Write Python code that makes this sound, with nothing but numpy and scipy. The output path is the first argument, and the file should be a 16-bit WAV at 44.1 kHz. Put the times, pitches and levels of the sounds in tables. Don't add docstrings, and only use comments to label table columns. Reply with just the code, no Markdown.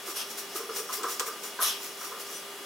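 import sys
import numpy as np
from scipy import signal
from scipy.fft import rfft, irfft
from scipy.io import wavfile
from scipy.ndimage import uniform_filter1d, map_coordinates

SR = 44100
rng = np.random.default_rng(int(sys.argv[2]) if len(sys.argv) > 2 else 0)


def master_out(mix):
    frames = np.transpose(np.atleast_2d(mix))
    ceiling = np.clip(frames, -1, 1)
    pcm = np.round(ceiling * 32767).astype(np.int16)
    wavfile.write(sys.argv[1], SR, pcm)


N = 116865
T = np.arange(N) / SR
HZ = np.maximum(np.fft.rfftfreq(N, 1 / SR), 1)


def from_db(db):
    return 10 ** (np.asarray(db) / 20)


def rms_one(x):
    return x / np.sqrt(np.mean(x ** 2) + 1e-20)


def at_hz(points):
    hz, value = np.transpose(points)
    return np.interp(np.log(HZ), np.log(hz), value)


def drift(rate_hz):
    return rms_one(irfft(rfft(rng.standard_normal(N)) / (1 + (HZ / rate_hz) ** 2), N))


def resonate(x, hz, width_hz):
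    r = np.exp(-np.pi * width_hz / SR)
    feedback = [1, -2 * r * np.cos(2 * np.pi * hz / SR), r * r]
    return signal.lfilter(np.array([1, 0, -1]) * (1 - r * r) / 2, feedback, x + 1e-18)


def decay(start_s, fall_s):
    return (T >= start_s) * np.exp(-np.maximum(T - start_s, 0) / fall_s)


def grit(depth_db, rate_hz):
    return rms_one(from_db(depth_db * drift(rate_hz)))


def glide(x, pitch):
    return np.array([map_coordinates(side, [np.cumsum(pitch)], order=5, mode="mirror") for side in x])


# frequency_hz, correlation
MIC_LIKENESS = [(250, 1), (1200, 0.87), (2800, 0.34), (6000, 0.62), (12000, 0.85)]


def coloured(colour, peaks=()):
    gain = from_db(at_hz(colour))
    for hz, width_hz, lift_db in peaks:
        gain *= np.sqrt(1 + (from_db(lift_db) ** 2 - 1) / (1 + (2 * (HZ - hz) / width_hz) ** 2))
    alike = np.clip(at_hz(MIC_LIKENESS), 0, 1)
    mid, side = rfft(rng.standard_normal((2, N))) * (HZ < SR * .4)
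    stereo = np.sqrt(1 + alike) * mid + np.sqrt(1 - alike) * side * [[1], [-1]]
    return rms_one(irfft(gain * stereo, N))


# pitch_hz, level_db
HUM_TONES = [(400.5, -52.5), (1200, -55.5), (2884, -57), (3353, -56.5), (10058, -59)]
# frequency_hz, relative_db
HISS_COLOUR = [(30, -64), (75, -40), (140, -23.5), (210, -13), (420, -9.5), (600, -10), (1200, -11.5),
               (3000, -13), (4500, -16), (15500, -22.5)]
# frequency_hz, width_hz, lift_db
HISS_BAND = [(10330, 75, 1.5)]


def room_tone():
    hum, highest_hz = 0, HUM_TONES[-1][0]
    for pitch_hz, level_db in HUM_TONES:
        waver = 1 + 0.3 * drift(rate_hz=38)
        wander_hz = 5.42 * np.sqrt(pitch_hz / highest_hz) * drift(rate_hz=12.8)
        tone = np.sqrt(2) * np.sin(2 * np.pi * np.cumsum(pitch_hz + wander_hz) / SR)
        hum += from_db(level_db) * waver * tone
    return hum + from_db(-42.7) * coloured(HISS_COLOUR, HISS_BAND)


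def reflections(x, t60_s=0.31, gap_s=0.004, width=0.074):
    mid, side = rng.standard_normal((2, N)) * from_db(-60 * T / t60_s) * (T > gap_s)
    tail = mid + width * side * [[1], [-1]]
    tail /= np.sqrt(np.sum(tail ** 2, axis=1, keepdims=True))
    return signal.fftconvolve(x, tail, axes=1)[:, :N]


# centre_s, pitch_hz, level_db
DRY_TEETH = [(.785, 8970, -43), (2.37, 8995, -46), (2.36, 6030, -46)]


def squeaks(half_length_s=0.024, waver_hz=25):
    out = 0
    for centre_s, pitch_hz, level_db in DRY_TEETH:
        swell = np.exp(-((T - centre_s) / half_length_s) ** 2)
        phase = 2 * np.pi * np.cumsum(pitch_hz + waver_hz * drift(rate_hz=18.1)) / SR
        out += from_db(level_db) * swell * np.sqrt(2) * np.sin(phase)
    return out


# start_s, level_db, rise_s, hold_s, release_s, top_relative_db, pitch_factor
RIM_SLIPS = [(0.136, -35, 0.031, 0.051, 0.0144, -2, .96), (1.589, -28.5, 0.038, 0.058, 0.033, 4, 1.04)]
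# frequency_hz, relative_db
RIM_COLOUR = [(130, -45), (500, -20), (1200, 1), (2400, -7.5), (3300, 4.5), (4700, -5), (5900, 4.5),
              (8000, -7.5), (13000, -5), (16000, -13)]
# frequency_hz, relative_db
RIM_TOP = [(2000, -36), (8500, -11), (10000, 3.5), (11300, -11), (12300, 0.5), (15500, -29)]


def rim_scrapes(top_decay_s=0.034, body_sag_per_s=1, rasp_sag_per_s=1.9, rasp_db=-8.5):
    out = 0
    for start_s, level_db, rise_s, hold_s, release_s, top_db, pitch in RIM_SLIPS:
        age = np.maximum(T - start_s, 0)
        since_release = T - start_s - rise_s - hold_s
        swell = np.minimum(age / rise_s, 1) ** 2 * np.exp(-np.maximum(since_release, 0) / release_s)
        slowing_s = np.minimum(age, rise_s + hold_s + 2 * release_s)
        body = glide(coloured(RIM_COLOUR), pitch * np.exp(-body_sag_per_s * slowing_s))
        rasp = rms_one(resonate(coloured(RIM_COLOUR), hz=4200, width_hz=640))
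        rasp = glide(rasp, pitch * np.exp(-rasp_sag_per_s * slowing_s))
        linger = np.exp(-(since_release / (2.4 * release_s)) ** 2)
        top = from_db(top_db) * coloured([(hz * pitch, db) for hz, db in RIM_TOP])
        top *= np.exp(-np.maximum(age - rise_s, 0) / top_decay_s)
        out += from_db(level_db) * (swell * (body + top) + from_db(rasp_db) * linger * rasp)
    return out * grit(depth_db=0.25, rate_hz=480)


# start_s, relative_db
SNAP_CONTACTS = [(1.032, -7.5), (1.196, 1)]
# frequency_hz, relative_db
STEEL_COLOUR = [(100, -38), (500, -6), (1400, -3), (2400, -3), (3900, 1.5), (8700, 0), (9700, -7.5),
                (16000, -7)]


def snap(level_db=-21.5, rise_s=0.00012, crack_s=0.00031, rattle_s=0.011, rattle_db=-2.5):
    envelope = 0
    for start_s, relative_db in SNAP_CONTACTS:
        attack = np.clip((T - start_s) / rise_s, 0, 1)
        fall = decay(start_s, crack_s) + from_db(rattle_db) * decay(start_s, rattle_s)
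        envelope += from_db(relative_db) * attack * fall
    bass_cut = signal.butter(2, 450, "high", fs=SR, output="sos")
    return signal.sosfilt(bass_cut, from_db(level_db) * envelope * coloured(STEEL_COLOUR))


# start_s, thud_hz, thud_relative_db, clank_relative_db, length_factor
SLACK_KNOCKS = [(.068, 361, -40, -36.5, 1.4), (.548, 375, -36, -34, 1.05), (0.584, 450, -37, -37, 1.85),
                (.684, 413, -33.5, -33.5, 1.14), (0.775, 473, -36, -39.5, 1.56), (.887, 430, -58, -32, .9),
                (0.954, 385, -40.5, -36, 4.9), (1.031, 424.6, -32.5, -24, 1.34),
                (1.196, 462, -34.5, -26.5, 0.91), (1.264, 450, -39, -31, 2.1),
                (1.424, 477, -43.5, -39.5, 1.66), (1.587, 470, -43, -26, 0.45),
                (1.599, 726, -40.5, -25, 0.53), (1.613, 603, -38.5, -29, 0.97),
                (1.99, 417, -66, -38.5, 2.6), (2.095, 462, -42.5, -35.5, 2.9)]
# pitch_hz, relative_db
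HOUSING_MODES = [(325, 0.5), (385, -1), (438, 1.5), (478, 6.5), (590, -4.5), (695, 2.5), (977, -1.5),
                 (1045, 6), (1187.5, 8), (1280, -29), (1440, -13.5), (1575, -16), (1900, -6.5)]


def knocks(rise_s=0.012, decay_s=0.0097, thud_gain_db=-4.5, clank_gain_db=-6.5):
    out, count, window = np.zeros(N + SR), 8192, SR // 50
    for start_s, thud_hz, thud_db, clank_db, length in SLACK_KNOCKS:
        age = T[:count] / length
        push = np.minimum(age / rise_s, np.exp((rise_s - age) / decay_s))
        thud = (thud_hz / 1.11, thud_hz * 1.11), thud_db + thud_gain_db
        clank = (930, 1650), clank_db + clank_gain_db
        for band_hz, level_db in (thud, clank):
            band_pass = signal.butter(2, band_hz, "band", fs=SR, output="sos")
            force = push * signal.sosfilt(band_pass, rng.standard_normal(2 * count))[count:]
            ring = sum(from_db(db) * resonate(force, hz, width_hz=46) for hz, db in HOUSING_MODES)
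            loudest_rms = np.sqrt(uniform_filter1d(ring ** 2, window).max())
            out[int(start_s * SR):][:count] += from_db(level_db) * ring / loudest_rms
    return out[:N]


# frequency_hz, relative_db
FLANK_COLOUR = [(2500, -30), (4800, -7), (5400, 6.5), (5900, -2), (6500, -5), (12000, -20)]


def flank_rub(tooth_power, level_db=-51, spread_s=0.14):
    load = np.sqrt(np.abs(uniform_filter1d(tooth_power, int(spread_s * SR))))
    hiss = glide(coloured(FLANK_COLOUR), pitch=1 + 0.039 * drift(rate_hz=10))
    return from_db(level_db) * rms_one(load ** 0.98) * hiss


# peak_s, relative_db, length_factor, ring_hz
TOOTH_SLIDES = [(.096, -40.5, 2.6, 9000), (.31, -41.5, 1.5, 5500), (.389, -37.5, 1.6, 10700),
                (0.573, -36, 1.97, 11500), (0.774, -35, 2.1, 8950), (0.942, -35, 2.36, 15000),
                (1.11, -36, 2.6, 11500), (1.274, -34.5, 0.99, 12800), (1.453, -41, 2, 7100),
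                (1.845, -39, 2.5, 5430), (2.04, -42, 3.6, 5500), (2.21, -42.5, 1.7, 14200),
                (2.32, -43, 4.2, 6000)]
# frequency_hz, relative_db
SLIDE_COLOUR = [(100, -30), (500, -4), (1200, 2.5), (3300, 0), (5600, 2.5), (12000, -2), (16000, 0)]
GEAR_MODES = [5740, 7120, 9030, 10550, 12700, 13200, 14680]


def gear_teeth(rise_s=0.01, fall_s=0.012, gain_db=1.5, mode_width_hz=85, mode_lift_db=13.5):
    slides, power = 0, 0
    for peak_s, relative_db, length, ring_hz in TOOTH_SLIDES:
        spread_s = length * np.where(T < peak_s, rise_s, fall_s)
        swell = from_db(relative_db) * np.exp(-.5 * ((T - peak_s) / spread_s) ** 2)
        tilt_db_per_octave = 0.2 * np.log2(ring_hz / 7000)
        colour = [(hz, db + tilt_db_per_octave * np.log2(hz)) for hz, db in SLIDE_COLOUR]
        modes = []
        for hz in GEAR_MODES:
            nearness = np.exp(-((hz - ring_hz) / 900) ** 2)
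            modes.append((hz, mode_width_hz, mode_lift_db * max(.7, nearness)))
        slides += swell * coloured(colour, modes)
        power += swell ** 2
    return from_db(gain_db) * slides * grit(depth_db=2.0, rate_hz=38) + flank_rub(power)


def scene():
    gears = gear_teeth() + squeaks() + snap() + rim_scrapes()
    housing = knocks()
    walls = reflections(from_db(-6.5) * gears + from_db(-2.5) * housing)
    sound = gears + housing + walls + room_tone()
    lean_db = 0.94 * at_hz([(1100, -.35), (4500, 1.3), (13000, .7)])
    return irfft(rfft(sound) * from_db(lean_db * [[.5], [-.5]]), N)


def record(dry):
    return signal.sosfilt(signal.ellip(12, .1, 80, 15800, fs=SR, output="sos"), dry)


dry = scene()
out = record(dry)
master_out(out)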